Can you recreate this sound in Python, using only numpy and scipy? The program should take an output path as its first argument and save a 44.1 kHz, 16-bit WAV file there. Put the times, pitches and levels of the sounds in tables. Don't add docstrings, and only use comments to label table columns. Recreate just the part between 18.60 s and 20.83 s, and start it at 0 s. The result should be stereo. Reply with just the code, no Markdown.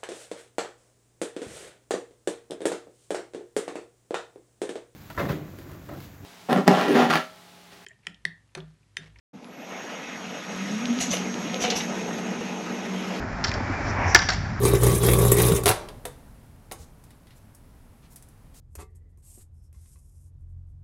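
import sys
import numpy as np
from scipy import signal
from scipy.fft import rfft, irfft
from scipy.io import wavfile
from scipy.ndimage import uniform_filter1d

SR = 44100
rng = np.random.default_rng(int(sys.argv[2]) if len(sys.argv) > 2 else 0)


def log_audio(samples):
    frames = np.atleast_2d(samples).T
    limited = np.clip(frames, -1, 1)
    pcm = np.round(limited * 32767).astype(np.int16)
    wavfile.write(sys.argv[1], SR, pcm)


N = 98519
FFT_SIZE = 110592
TIME_S = np.arange(N) / SR
BIN_HZ = np.maximum(np.arange(FFT_SIZE // 2 + 1) * SR / FFT_SIZE, 1)


def undb(db):
    return 10 ** (np.asarray(db) / 20)


def unit(x):
    return x / np.sqrt(np.mean(x ** 2) + 1e-30)


def on_bins(points):
    hz, value = np.array(points, float).T
    return np.interp(np.log(BIN_HZ), np.log(hz), value)


def shape(x, gain):
    return irfft(rfft(x, FFT_SIZE) * gain)[..., :N]


def colour(x, points, tilt_db_per_oct=0):
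    gain_db = on_bins(points) + tilt_db_per_oct * np.log2(np.minimum(BIN_HZ, SR / 8))
    cepstrum = irfft(np.log(unit(undb(gain_db))))
    cepstrum[1:FFT_SIZE // 2] *= 2
    cepstrum[FFT_SIZE // 2 + 1:] = 0
    return shape(x, np.exp(rfft(cepstrum)))


def wander(rate_hz):
    hold = int(SR / rate_hz)
    steps = np.repeat(rng.standard_normal(N // 100)[:N // hold + 1], hold)
    return unit(uniform_filter1d(uniform_filter1d(steps, hold), hold))[:N]


def burst(start_s, decay_s):
    age_s = TIME_S - start_s
    return rng.standard_normal((2, N)) * (age_s >= 0) * np.exp(-np.maximum(age_s, 0) / decay_s)


def background(rumble_db=-51, hiss_db=-74):
    # freq_hz, gain_db
    rumble_spectrum = [(20, -17.5), (30, -22.5), (40, 9), (50, -8.5), (62, 2), (85, -1), (105, -12),
                       (130, -7), (170, -17.5), (250, -26.5), (400, -45)]
    hiss_spectrum = [(100, -2.5), (300, 3.5), (500, -4), (1000, -12), (2000, -21.5), (4000, -27),
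                     (8000, -26), (11500, -23.5), (13300, -47)]
    rumble = colour(rng.standard_normal((2, N)), rumble_spectrum + [(2000, -100)])
    hiss = colour(rng.standard_normal((2, N)), hiss_spectrum)
    return unit(rumble) * undb(rumble_db) + unit(hiss) * undb(hiss_db)


def hum(pitch_drift=0.01325, waver_db=2.7):
    # time_s, pitch_hz
    pitch_curve = [(0, 41.5), (0.6, 42.5), (1.3, 41.5), (1.7, 43.5), (2.23, 44)]
    # time_s, level_db
    level_curve = [(0, -49.5), (0.08, -53), (0.7, -56.5), (1.0, -52.5), (1.3, -60), (1.65, -52.5),
                   (1.85, -45), (1.97, -41), (2.08, -46.5), (2.23, -40)]
    # order, gain_db
    harmonics = [(1, -28.5), (2, -1.5), (3, -13.5)]
    pitch_hz = np.interp(TIME_S, *np.array(pitch_curve).T) * (1 + pitch_drift * wander(7.9))
    phase = 2 * np.pi * np.cumsum(pitch_hz) / SR
    tone = 0
    for order, gain_db in harmonics:
        amplitude = np.sqrt(2) * undb(gain_db + waver_db * wander(9.16))
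        tone += amplitude * np.sin(order * phase + 2 * np.pi * rng.random())
    return tone * undb(np.interp(TIME_S, *np.array(level_curve).T))


def friction(strokes, spectrum, grain_spread_db, uneven_db, grains_per_s=9000):
    power = 0
    for start_s, length_s, level_db, attack_s, release_s in strokes:
        ramp = np.minimum((TIME_S - start_s) / attack_s, (start_s + length_s - TIME_S) / release_s)
        power += (undb(level_db) * np.clip(ramp, 0, 1)) ** 2
    force = np.sqrt(power) * undb(uneven_db * wander(70))
    grains = rng.standard_normal((2, N)) * (rng.random((2, N)) < grains_per_s / SR)
    grains *= undb(grain_spread_db * rng.exponential(size=(2, N)))
    return colour(unit(grains) * force, spectrum)


def rubbing():
    # start_s, length_s, level_db, attack_s, release_s
    finger_rubs = [(0.08, 0.1, -74, 0.059, 0.0072), (0.155, 0.029, -56, 0.0061, 0.028),
                   (0.18, 0.06, -51, 0.026, 0.013), (0.29, 0.042, -80, 0.02, 0.022),
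                   (0.346, 0.035, -67, 0.01, 0.0098), (0.48, 0.054, -78, 0.029, 0.033),
                   (0.576, 0.046, -66.5, 0.014, 0.039), (0.617, 0.23, -54, 0.05, 0.068),
                   (0.8, 0.037, -49.5, 0.023, 0.021), (0.83, 0.026, -61, 0.005, 0.04)]
    page_slides = [(0.91, 0.13, -75, 0.063, 0.04), (1.01, 0.09, -67.5, 0.035, 0.08),
                   (1.126, 0.58, -66.5, 0.0028, 0.039), (1.17, 0.23, -60, 0.13, 0.072),
                   (1.77, 0.084, -82, 0.03, 0.03), (1.87, 0.073, -83.5, 0.02, 0.04),
                   (2.06, 0.089, -82, 0.017, 0.043)]
    page_squeals = [(0.93, 0.161, -81, 0.093, 0.024)]
    edge_scrapes = [(0.183, 0.064, -60, 0.0062, 0.02), (0.622, 0.049, -76, 0.0043, 0.033),
                    (0.775, 0.07, -66.5, 0.042, 0.037), (1.128, 0.263, -77, 0.016, 0.03)]
    fingertip_drags = [(0.22, 0.47, -69, 0.013, 0.48)]
    # freq_hz, gain_db
    rub_spectrum = [(290, -56), (500, -17), (760, -18.5), (1150, -22), (1400, -31), (2700, -22.5),
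                    (3600, -26), (6000, -15), (8200, -3.5), (9200, -5.5), (10900, 0), (12500, -15.5),
                    (13600, -44), (15500, -28), (17000, -56)]
    slide_spectrum = [(1470, -42), (2500, -25), (4500, -23.5), (5200, -12), (7300, -8), (8600, -3.5),
                      (9400, -1.5), (10900, 2), (12000, -10), (13200, -38.5), (15500, -34), (17000, -54)]
    squeal_spectrum = [(3000, -50), (4900, -20), (5300, 0.5), (5800, -12), (8000, -37)]
    scrape_spectrum = [(500, -10.5), (1400, 1.5), (2600, -3), (4500, 0.5), (8000, -1.5), (14000, -27)]
    drag_spectrum = [(200, -5.5), (420, 7), (750, -20), (1400, -31.5), (1950, -5.5), (2500, -30),
                     (5000, -38.5)]
    return (friction(finger_rubs, rub_spectrum, grain_spread_db=0.0, uneven_db=1.7)
            + friction(page_slides, slide_spectrum, grain_spread_db=-3.5, uneven_db=1.63)
            + friction(page_squeals, squeal_spectrum, grain_spread_db=-0.5, uneven_db=1.5)
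            + friction(edge_scrapes, scrape_spectrum, grain_spread_db=1.5, uneven_db=1.1)
            + friction(fingertip_drags, drag_spectrum, grain_spread_db=0.5, uneven_db=-1.0))


def sticker_snaps(decay_s=0.0045):
    # start_s, level_db
    snaps = [(0.153, -36.5), (0.1568, -42), (0.2045, -53), (0.351, -64), (0.574, -62.5), (1.1279, -57)]
    # freq_hz, gain_db
    snap_spectrum = [(180, -47), (300, -4.5), (1100, -10.5), (2500, -10), (3700, -18), (8600, -3.5),
                     (11000, 3), (12500, -10.5), (13600, -30), (15500, -23), (17000, -38)]
    bursts = sum(undb(level_db) * burst(start_s, decay_s) for start_s, level_db in snaps)
    return colour(bursts, snap_spectrum)


def desk_thuds(pitch_hz=70.6, rise_s=0.011):
    # start_s, level_db
    thuds = [(0.172, -38), (1.162, -40), (1.636, -45.5)]
    rocking = 0
    for start_s, level_db in thuds:
        age_s = np.maximum(TIME_S - start_s, 0)
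        envelope = age_s / rise_s * np.exp(1 - age_s / rise_s)
        rocking += undb(level_db) * envelope * np.sin(2 * np.pi * pitch_hz * age_s)
    return rocking


def page_taps_and_crackle(tap_decay_s=0.007, ring_db=-3.5):
    # start_s, level_db, tilt_db_per_oct
    taps = [(0.186, -44, 1), (0.195, -48, -0.5), (0.212, -58.5, 6.5), (0.575, -64, -3), (0.776, -50.5, -6),
            (0.792, -61, -21), (1.145, -67, 4), (1.257, -66.5, 7.5), (1.357, -63.5, 3.5),
            (1.376, -71, -5.5)]
    # start_s, length_s, level_db, attack_s, release_s
    buckles = [(0.178, 0.0576, -51, 0.0054, 0.01)]
    # freq_hz, gain_db
    page_spectrum = [(80, -30.5), (150, -9), (435, 0), (670, -12), (1100, -4.5), (1450, -15), (2200, -16),
                     (6000, -36.5), (7800, -54.5)]
    # freq_hz, gain_db, t60_s
    modes = [(245, -12, .15), (376, -10, .15), (438, -2, .2), (530, -8, .12), (754, -6, .15),
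             (933, -5, .15), (992, -5, .15), (1130, -6, .12), (1164, -4, .15), (1297, -9, .12),
             (2108, -10, .18), (2590, -12, .15)]
    hits = sum(colour(undb(level_db) * burst(start_s, tap_decay_s), page_spectrum, tilt)
               for start_s, level_db, tilt in taps)
    hits += friction(buckles, page_spectrum, grain_spread_db=3.5, uneven_db=1.0)
    age_s = TIME_S[None, :N // 4]
    ring = 0
    for freq_hz, gain_db, t60_s in modes:
        mode = np.sin(2 * np.pi * freq_hz * age_s) * np.exp(-np.log(1000) * age_s / t60_s)
        ring += undb(gain_db) * unit(signal.fftconvolve(hits, mode, axes=1)[:, :N])
    return hits + unit(ring) * hits.std() * undb(ring_db)


def room_reverb(near, t60_s=0.11, gap_s=0.005, gain_db=-8.5):
    tail = rng.standard_normal((2, N)) * np.exp(-np.log(1000) * TIME_S / t60_s) * (TIME_S > gap_s)
    return undb(gain_db) * signal.fftconvolve(near[:1], unit(tail) / np.sqrt(N), axes=1)[:, :N]


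def scene():
    # freq_hz, gain_db
    diffuse_share = [(40, -28.5), (85, -24), (160, -5), (300, -9), (600, -4), (1200, -1.5), (2200, -6),
                     (4000, -5.5), (6500, -7.5), (9000, -22.5), (12000, -20)]
    # freq_hz, left_minus_right_db
    port_balance = [(40, -0.4), (90, -3.5), (160, -2.5), (500, -0.5), (1100, 1.5), (2000, 1.5), (4000, 2.5),
                    (7000, 2.5), (8800, 0.5), (12000, 0)]
    # freq_hz, left_lead_rad
    port_phase = [(1000, 0), (2000, 0), (3000, .8), (4000, .2), (5500, .7), (6600, .1), (7700, 1),
                  (8600, 0), (10250, -3.14), (12000, -6.2), (15000, -6.3)]
    near = sticker_snaps() + page_taps_and_crackle() + rubbing()
    direct, diffuse = near + room_reverb(near) + background()
    mid = direct + desk_thuds() + hum()
    side = shape(diffuse, undb(on_bins(diffuse_share)))
    left_gain = undb(on_bins(port_balance) / 2) * np.exp(0.5j * on_bins(port_phase))
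    return shape(np.array([mid + side, mid - side]), np.array([left_gain, 1 / left_gain]))


def record(dry):
    cutoff_hz = 15800
    return signal.sosfilt(signal.ellip(8, 0.2, 70, cutoff_hz, fs=SR, output="sos"), dry)


dry = scene()
out = record(dry)
log_audio(out)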